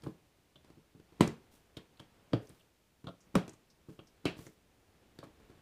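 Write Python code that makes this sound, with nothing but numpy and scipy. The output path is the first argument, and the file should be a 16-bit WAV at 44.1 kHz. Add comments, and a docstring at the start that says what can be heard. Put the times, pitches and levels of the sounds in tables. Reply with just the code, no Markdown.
"""A long hard plastic case lies on a bed in a small room, under a faint hiss. A hand bumps its shell. Then the
four latches pop, about a second apart: strained levers creak, each lets go with a snap that thumps the hollow
shell and rocks it on the bedding, and the loose hinge parts tick. In between, a sleeve brushes past, and once
the case slides briefly on the bedding. Last, fingers feel for the lid's edge with light taps."""
import sys
import numpy as np
from scipy import signal
from scipy.fft import rfft, irfft, next_fast_len
from scipy.io import wavfile

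SR = 44100
rng = np.random.default_rng(int(sys.argv[2]) if len(sys.argv) > 2 else 0)


def unload_wav(signal):
    """Save mono or channel-first audio to the path in sys.argv[1] as 16-bit WAV at rate SR, clipped to [-1, 1]."""
    wavfile.write(
        sys.argv[1],
        SR,
        np.round(np.clip(np.atleast_2d(signal).T, -1, 1) * 32767).astype(np.int16),
    )


N = 247401

# The latches letting go. Each row: start in seconds, thump, knock, crack and tick levels in dB,
# contact decay in seconds, place on the shell from 0 to 1, room send in dB.
SNAPS = [(1.2080, -24.5, -31, -37, -45.5, 0.0013, 0.2, -3.5),
         (2.3337, -30, -34.5, -47, -68, 0.0018, 0.37, -9),
         (3.3541, -24.5, -33.5, -40, -47.5, 0.0014, 0.31, -6.5),
         (4.2544, -35, -41.5, -41, -54, 0.0033, 0.89, -2.5)]
# The registers of a blow: thump, knock, crack and tick. Each row: low and high edge in Hz.
BANDS = [(70, 400), (400, 1500), (1500, 5000), (5000, 15000)]
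RING = np.arange(SR // 2) / SR  # seconds since a blow


def latches(panel_wet_db=-14, spring_s=0.0059):
    """Each latch snaps over centre, and the lid panel that it held down springs back and booms."""
    # Latch and panel ringing. Each row: latch 0 to 3, pitch in Hz, level in dB, t60 in seconds.
    panel_modes = [(0, 227.7, -25, 0.27), (0, 297.6, -9, 0.035), (0, 340, -33, .2), (0, 989, -13.5, .022),
                   (0, 1273, -26, 0.015), (0, 2950, -27.5, 0.026), (1, 115, -24.5, 0.15),
                   (1, 314, -18, 0.084), (1, 430, -19.5, 0.054), (1, 686, -30, 0.067),
                   (1, 3400, -37, 0.028), (2, 179.5, -19.5, 0.17), (2, 150, -17.5, 0.038),
                   (2, 296, -23, 0.027), (2, 545, -25.5, .1), (2, 1170, -21, 0.03), (2, 2480, -31, 0.023),
                   (3, 313.3, -26.5, 0.16), (3, 366, -20.5, 0.045), (3, 2160, -33.5, 0.026),
                   (3, 2640, -57, .04)]
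    out = np.zeros(N)
    for index, (s, *levels_db, contact_s, place, wet_db) in enumerate(SNAPS):
        out += blow(s, levels_db, contact_s, place, wet_db)
        panel = sum(undb(db) * np.sin(2 * np.pi * hz * RING) * fade(t60)
                    for latch, hz, db, t60 in panel_modes if round(latch) == index)
        boom = band(panel * (1 - fade(spring_s)), (60, 9000), order=2)
        add(out, s, bedroom(boom, panel_wet_db, t60=0.21))
    return out


def blow(s, levels_db, contact_s, place, wet_db, grain_db=3.5, chatter_db=-22, chatter_t60=0.089,
         build_s=0.005, echo_db=-4, wash_db=-2):
    """A burst of tiny slips scuffs and rings the case; levels are set over each register's first 30 ms."""
    # The colour of plastic scuffing on plastic. Each row: frequency in Hz, relative level in dB.
    scuff_colour = [(60, -11), (150, 1.5), (330, 10), (500, 0.5), (1150, -9), (1600, -19.5), (2800, -24),
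                    (4500, -23.5), (6000, -31.5), (9000, -26), (12000, -39), (15000, -45.5)]
    # The walls' return, dulled by the bedding. Each row: frequency in Hz, relative level in dB.
    wash_colour = [(60, -14.5), (130, -1.5), (330, -2), (500, 0.5), (1150, -17), (1600, -18), (2900, -20),
                   (4000, -27.5), (5000, -29), (7000, -31.5), (9000, -34), (15000, -49)]
    # The mix of each register, thump to tick. Each row: scuff against ring in dB, room send offset in dB,
    # room t60 in seconds, head start in seconds.
    register_mix = [(-7.5, -5, .28, 0.0016), (2, 1.5, 0.28, 0.001477), (7, 2, 0.26, 0.00094),
                    (8.5, -2.5, 0.21, 0.00096)]
    out = np.zeros(N)
    press = 1 - np.exp(-RING / (0.42 * contact_s))  # soft contacts build up slowly
    ring = shell(place) * press
    slips = np.repeat(rng.standard_normal(len(RING)), SR // 1500)[:len(RING)]  # about 1500 a second
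    # the lid chatters on its rim after the contact itself
    dying = np.exp(-RING / contact_s) + undb(chatter_db) * fade(chatter_t60)
    scuff = noise(scuff_colour, len(RING)) * undb(grain_db * slips) * press * dying
    # the walls hear every side of the case at once, so an even wash lies under the echoes
    wash = noise(wash_colour, len(RING)) * (1 - np.exp(-(RING / build_s) ** 2))
    for edges, db, (scuff_db, room_db, t60, lead_s) in zip(BANDS, levels_db, register_mix):
        direct = unit(unit(band(ring, edges)) + undb(scuff_db) * unit(band(scuff, edges)))
        heard = bedroom(direct, wet_db + room_db + echo_db, t60)
        heard += undb(wet_db + room_db + wash_db) * unit(band(wash * fade(t60), edges))
        add(out, s - lead_s, undb(db) * heard / np.std(heard[RING < .03]))
    return out


def shell(place, depth_db=4):
    """The hollow case rings; bending waves make each mode strong or weak at the struck place."""
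    # The modes of the case and its levers. Each row: pitch in Hz, relative level in dB, t60 in seconds.
    case_modes = [(116.4, -10.5, 0.096), (147.6, 1.5, 0.093), (173.5, -4, 0.14), (213, -8, 0.11),
                  (268.5, 6, 0.032), (318.4, -5.5, 0.11), (363, -0.5, 0.04), (433.8, -7.5, 0.17),
                  (557, -8.5, 0.074), (629, -11.5, 0.099), (686, -8.5, 0.066), (760, -18.5, .08),
                  (968, -15, 0.085), (1101, -9.5, 0.036), (1170, -15.5, 0.05), (1296, -22.5, 0.05),
                  (1624, -15, 0.023), (2020, -20, 0.047), (2333, -15.5, 0.067), (2540, -13, 0.02),
                  (2950, -18, 0.016), (3266, -14.5, 0.074), (3400, -13.5, .05), (3903, -11.5, 0.028),
                  (4405, -17, 0.025)]
    ring = np.zeros(len(RING))
    for hz, db, t60 in case_modes:
        place_db = depth_db * np.cos(np.pi * place * np.sqrt(hz / 15))
        ring += undb(db + place_db) * np.cos(2 * np.pi * hz * RING) * fade(t60)
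    return ring


def handling(gain_db=-1, wet_db=-6, yield_ahead_s=.0105, yield_db=-19.5):
    """Fingers and loose levers knock on the case, and each lever yields with a thud before its snap."""
    # Grips, bumps and levers falling back. Each row: start in seconds, relative thump level in dB,
    # tilt in dB per octave, contact decay in seconds.
    touches = [(0.034, -51, -3, 0.0083), (.054, -48, -8.5, 0.0043), (.069, -38.5, -7, 0.0028),
               (.094, -57, -22, 0.0023), (.557, -63, -4, 0.0095), (.646, -63, -3, .0017),
               (.703, -58.5, -4, 0.0013), (0.773, -58.5, -8, 0.0048), (.95, -57, -7, 0.0091),
               (.998, -58.5, -4.5, 0.0036), (1.123, -64, -4, .0021), (1.274, -36.5, -4.5, 0.0038),
               (1.296, -51, -5.3, 0.0025), (1.77, -47, -3, 0.005), (2.0, -54.5, -2.4, 0.0034),
               (2.497, -57, -3.5, 0.0056), (3.043, -48.5, -5.5, 0.0043), (3.07, -44, -5.5, 0.0034),
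               (3.087, -51, -5, 0.0057), (3.48, -50.5, -3, 0.0039), (3.537, -62, -3, 0.0022),
               (3.886, -48, -6.5, 0.013), (3.991, -52, -6, 0.0045), (4.368, -56.5, -3.5, 0.0032),
               (4.39, -48.5, -4.5, 0.003), (4.466, -53.5, -4, 0.008), (5.036, -69, -7.5, .005),
               (5.189, -51.5, -3, .0015), (5.234, -53, -3, 0.0079), (5.272, -58, -5.5, 0.002),
               (5.4, -63.5, -4, 0.0081), (5.498, -57, -5, 0.0043)]
    knocks = sum(tap(s, db, tilt_db, contact_s, wet_db) for s, db, tilt_db, contact_s in touches)
    thuds = sum(tap(s - yield_ahead_s, thump_db + yield_db, tilt_db=-6, contact_s=.007, wet_db=wet_db)
                for s, thump_db, *_ in SNAPS)
    return undb(gain_db) * (knocks + thuds)


def tap(s, db, tilt_db, contact_s, wet_db):
    """A light blow that falls off by tilt_db per octave above the thump: soft fingers sound duller."""
    centres = np.sqrt(np.prod(BANDS, axis=1))
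    octaves = np.log2(centres / centres[0])
    return blow(s, db + tilt_db * octaves, contact_s, place=.45, wet_db=wet_db)


def creaks_and_rim_knocks(spread=1.126, slip_hz=600, slip_t60=0.0084, wet_db=-9):
    """Plastic sticks and slips, ringing the bright lever and the lower rim; short rim bursts knock."""
    # Lever creaks, plus two short knocks on the lid's rim. Each row: start in seconds, lever peak in dB,
    # lever pitch in Hz, rim level in dB, length in seconds.
    slip_bursts = [(0.063, -72, 3400, -43.5, .004), (0.557, -52, 3190, -66, 0.014),
                   (1.768, -42.5, 3400, -54, 0.02), (1.996, -46, 3400, -55.5, 0.0054),
                   (2.595, -60.5, 3150, -74, 0.022), (3.069, -41, 3400, -43, 0.022),
                   (3.989, -47.5, 2900, -51.5, .012), (4.26, -32.5, 2600, -63, 0.035),
                   (4.466, -50, 1820, -54, 0.0035), (5.189, -44.5, 4050, -63, .0034),
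                   (5.228, -64, 3400, -45, 0.0094)]
    # The rim's resonances. Each row: pitch in Hz, offset from the rim level in dB.
    rim_modes = [(595, 0.5), (1170, -1.5)]
    out = np.zeros(N)
    for s, lever_db, lever_hz, rim_db, length in slip_bursts:
        slipping = (rng.random(len(RING)) < slip_hz / SR) * (RING < length)
        slips = slipping * rng.uniform(0.34, 1, len(RING))
        slips[0] = 1  # every burst opens with a full slip
        scrape = signal.fftconvolve(slips, fade(slip_t60))[:len(RING)] * rng.standard_normal(len(RING))
        rim = [(hz, rim_db + offset_db) for hz, offset_db in rim_modes]
        for hz, db in [(lever_hz, lever_db)] + rim:
            ring = band(scrape, (hz / spread, hz * spread), order=2)
            add(out, s, bedroom(undb(db) * ring / np.abs(ring).max(), wet_db, t60=0.2))
    return out


def hinge_ticks(spread=1.22, rasp_db=-10, wet_db=-12):
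    """Small hinge parts tick or scrape with one short, high resonance."""
    # Loose pins and links. Each row: start in seconds, peak in dB, pitch in Hz, t60 in seconds.
    clinks = [(0.022, -53, 4430, 0.0051), (1.213, -25, 8100, 0.0043), (1.277, -31.5, 6070, .0073),
              (1.972, -59, 3640, .027), (2.472, -52, 5370, 0.022), (2.493, -51, 8770, 0.012),
              (3.205, -60.5, 6000, 0.17), (3.479, -52.5, 5900, .033), (3.494, -43.5, 6600, 0.023),
              (3.533, -55, 7000, 0.055), (3.701, -58.5, 5040, 0.11), (4.071, -57, 4990, .1),
              (4.466, -47.5, 6500, 0.062)]
    out = np.zeros(N)
    for s, db, hz, t60 in clinks:
        contact = rng.standard_normal(len(RING)) * fade(t60)
        ping = unit(band(contact, (hz / spread, hz * spread), order=2))
        rasp = unit(band(contact, (2000, 10000), order=2))
        tick = ping + undb(rasp_db) * rasp
        add(out, s, bedroom(undb(db) * tick / np.abs(tick).max(), wet_db, t60=0.27))
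    return out


def cloth_strokes():
    """Cloth rubs the case in a few short strokes: the sleeve brushes past, and once the case slides on the
    bedding."""
    # Cloth passing along the case. Each row: start in seconds, length in seconds, relative level in dB.
    strokes = [(0.026, 0.051, -76), (1.506, 0.043, -71.5), (2.41, 0.19, -77), (3.88, 0.045, -76.5),
               (4.367, 0.072, -66)]
    # The colour of the cloth. Each row: frequency in Hz, relative level in dB.
    cloth_colour = [(300, 11.5), (1000, -2.5), (2500, -2), (5000, -3), (8000, -3.5), (12000, -5.5),
                    (15500, -7)]
    motion = sum(undb(db) * swell(s, length, attack=.015, t60=0.38) for s, length, db in strokes)
    return undb(5) * rubbing(motion, cloth_colour, flutter_db=2.5, flutter_hz=520)


def bedding(rock_db=-30, settle_t60=0.44):
    """The case slides a little under the hand, and rocks and settles after every snap."""
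    # The level curve of the case sliding on the bed. Each row: time in seconds, level in dB.
    slide_curve = [(0.0, -66), (0.31, -72.5), (0.56, -74), (0.67, -68), (1.01, -72.5), (1.17, -64),
                   (1.67, -70), (2.34, -65), (2.79, -76.5), (3.04, -74.5), (3.26, -68.5), (3.76, -72.5),
                   (4.43, -66.5), (4.52, -72.5), (4.98, -68.5), (5.6, -64)]
    # The colour of that low rub. Each row: frequency in Hz, relative level in dB.
    rub_colour = [(25, -7), (60, 3), (150, -2.5), (330, -2), (600, -8), (1200, -13.5), (3000, -19),
                  (6000, -29), (15000, -38)]
    sliding = undb(np.interp(np.arange(N) / SR, *np.transpose(slide_curve)))
    rocking = sum(undb(thump_db + rock_db) * swell(s, 0, attack=.01, t60=settle_t60)
                  for s, thump_db, *_ in SNAPS)
    return rubbing(sliding + rocking, rub_colour, flutter_db=1, flutter_hz=63)


def rubbing(motion, colour, flutter_db, flutter_hz):
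    """Fabric catching and sliding: noise that swells with the motion and flutters with the weave."""
    return noise(colour, N) * motion * undb(flutter_db * walk(flutter_hz))


def bedroom(x, wet_db, t60, gap=.004):
    """Direct sound plus dense reflections that set in after a short gap."""
    echoes = rng.standard_normal(len(RING)) * fade(t60) * np.clip(RING / gap - 1, 0, 1)
    return x + undb(wet_db) * signal.fftconvolve(x, echoes / np.linalg.norm(echoes))[:len(x)]


def steady_hiss(level_db=-73.5):
    """A faint steady hiss, weighted to the low end, lies under everything."""
    # The colour of the hiss. Each row: frequency in Hz, relative level in dB.
    hiss_colour = [(25, -7.5), (70, -3.5), (130, -3.5), (330, -12.5), (600, -14.5), (1200, -19.5),
                   (2500, -18), (5000, -21.5), (10000, -25), (15500, -28)]
    return undb(level_db) * noise(hiss_colour, N)


def undb(db):
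    """Decibels to gain."""
    return 10 ** (np.asarray(db) / 20)


def unit(x):
    """Scale to rms 1."""
    return x / np.sqrt(np.mean(x ** 2))


def fade(t60):
    """Free decay, 60 dB down after t60 seconds."""
    return np.exp(-np.log(1000) * RING / t60)


def swell(start, length, attack, t60):
    """Rise, hold for the length of a motion, then die away."""
    t = np.arange(N) / SR - start
    return np.clip(t / attack, 0, 1) * undb(-60 * np.maximum(t - length, 0) / t60)


def band(x, edges, order=3):
    """Causal band-pass."""
    return signal.sosfilt(signal.butter(order, edges, "bandpass", fs=SR, output="sos"), x + 1e-18)


def noise(points, size):
    """Noise of rms 1 with a spectrum of (Hz, dB) points."""
    hz, db = np.transpose(points)
    n = next_fast_len(size)
    f = np.maximum(np.fft.rfftfreq(n, 1 / SR), 1)
    gains = undb(np.interp(np.log(f), np.log(hz), db))
    return unit(irfft(rfft(rng.standard_normal(n)) * gains, n)[:size])


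def walk(rate):
    """Smooth random wander with a spread near 1."""
    knots = rng.standard_normal(4096)
    return np.interp(np.arange(N) / SR * rate, np.arange(len(knots)), knots)


def add(out, s, sound):
    """Mix a sound in at time s."""
    i = max(int(s * SR), 0)
    out[i:i + len(sound)] += sound[:N - i]


def scene():
    """Latches, hand and cloth over a faint hiss, in mono."""
    case = latches() + handling() + creaks_and_rim_knocks() + hinge_ticks()
    return (case + cloth_strokes() + bedding() + steady_hiss())[None]


def record(dry, top_hz=15450):
    """A steep low-pass takes off the highest treble."""
    return signal.sosfilt(signal.ellip(10, .2, 70, top_hz, fs=SR, output="sos"), dry)


dry = scene()
out = record(dry)
unload_wav(out)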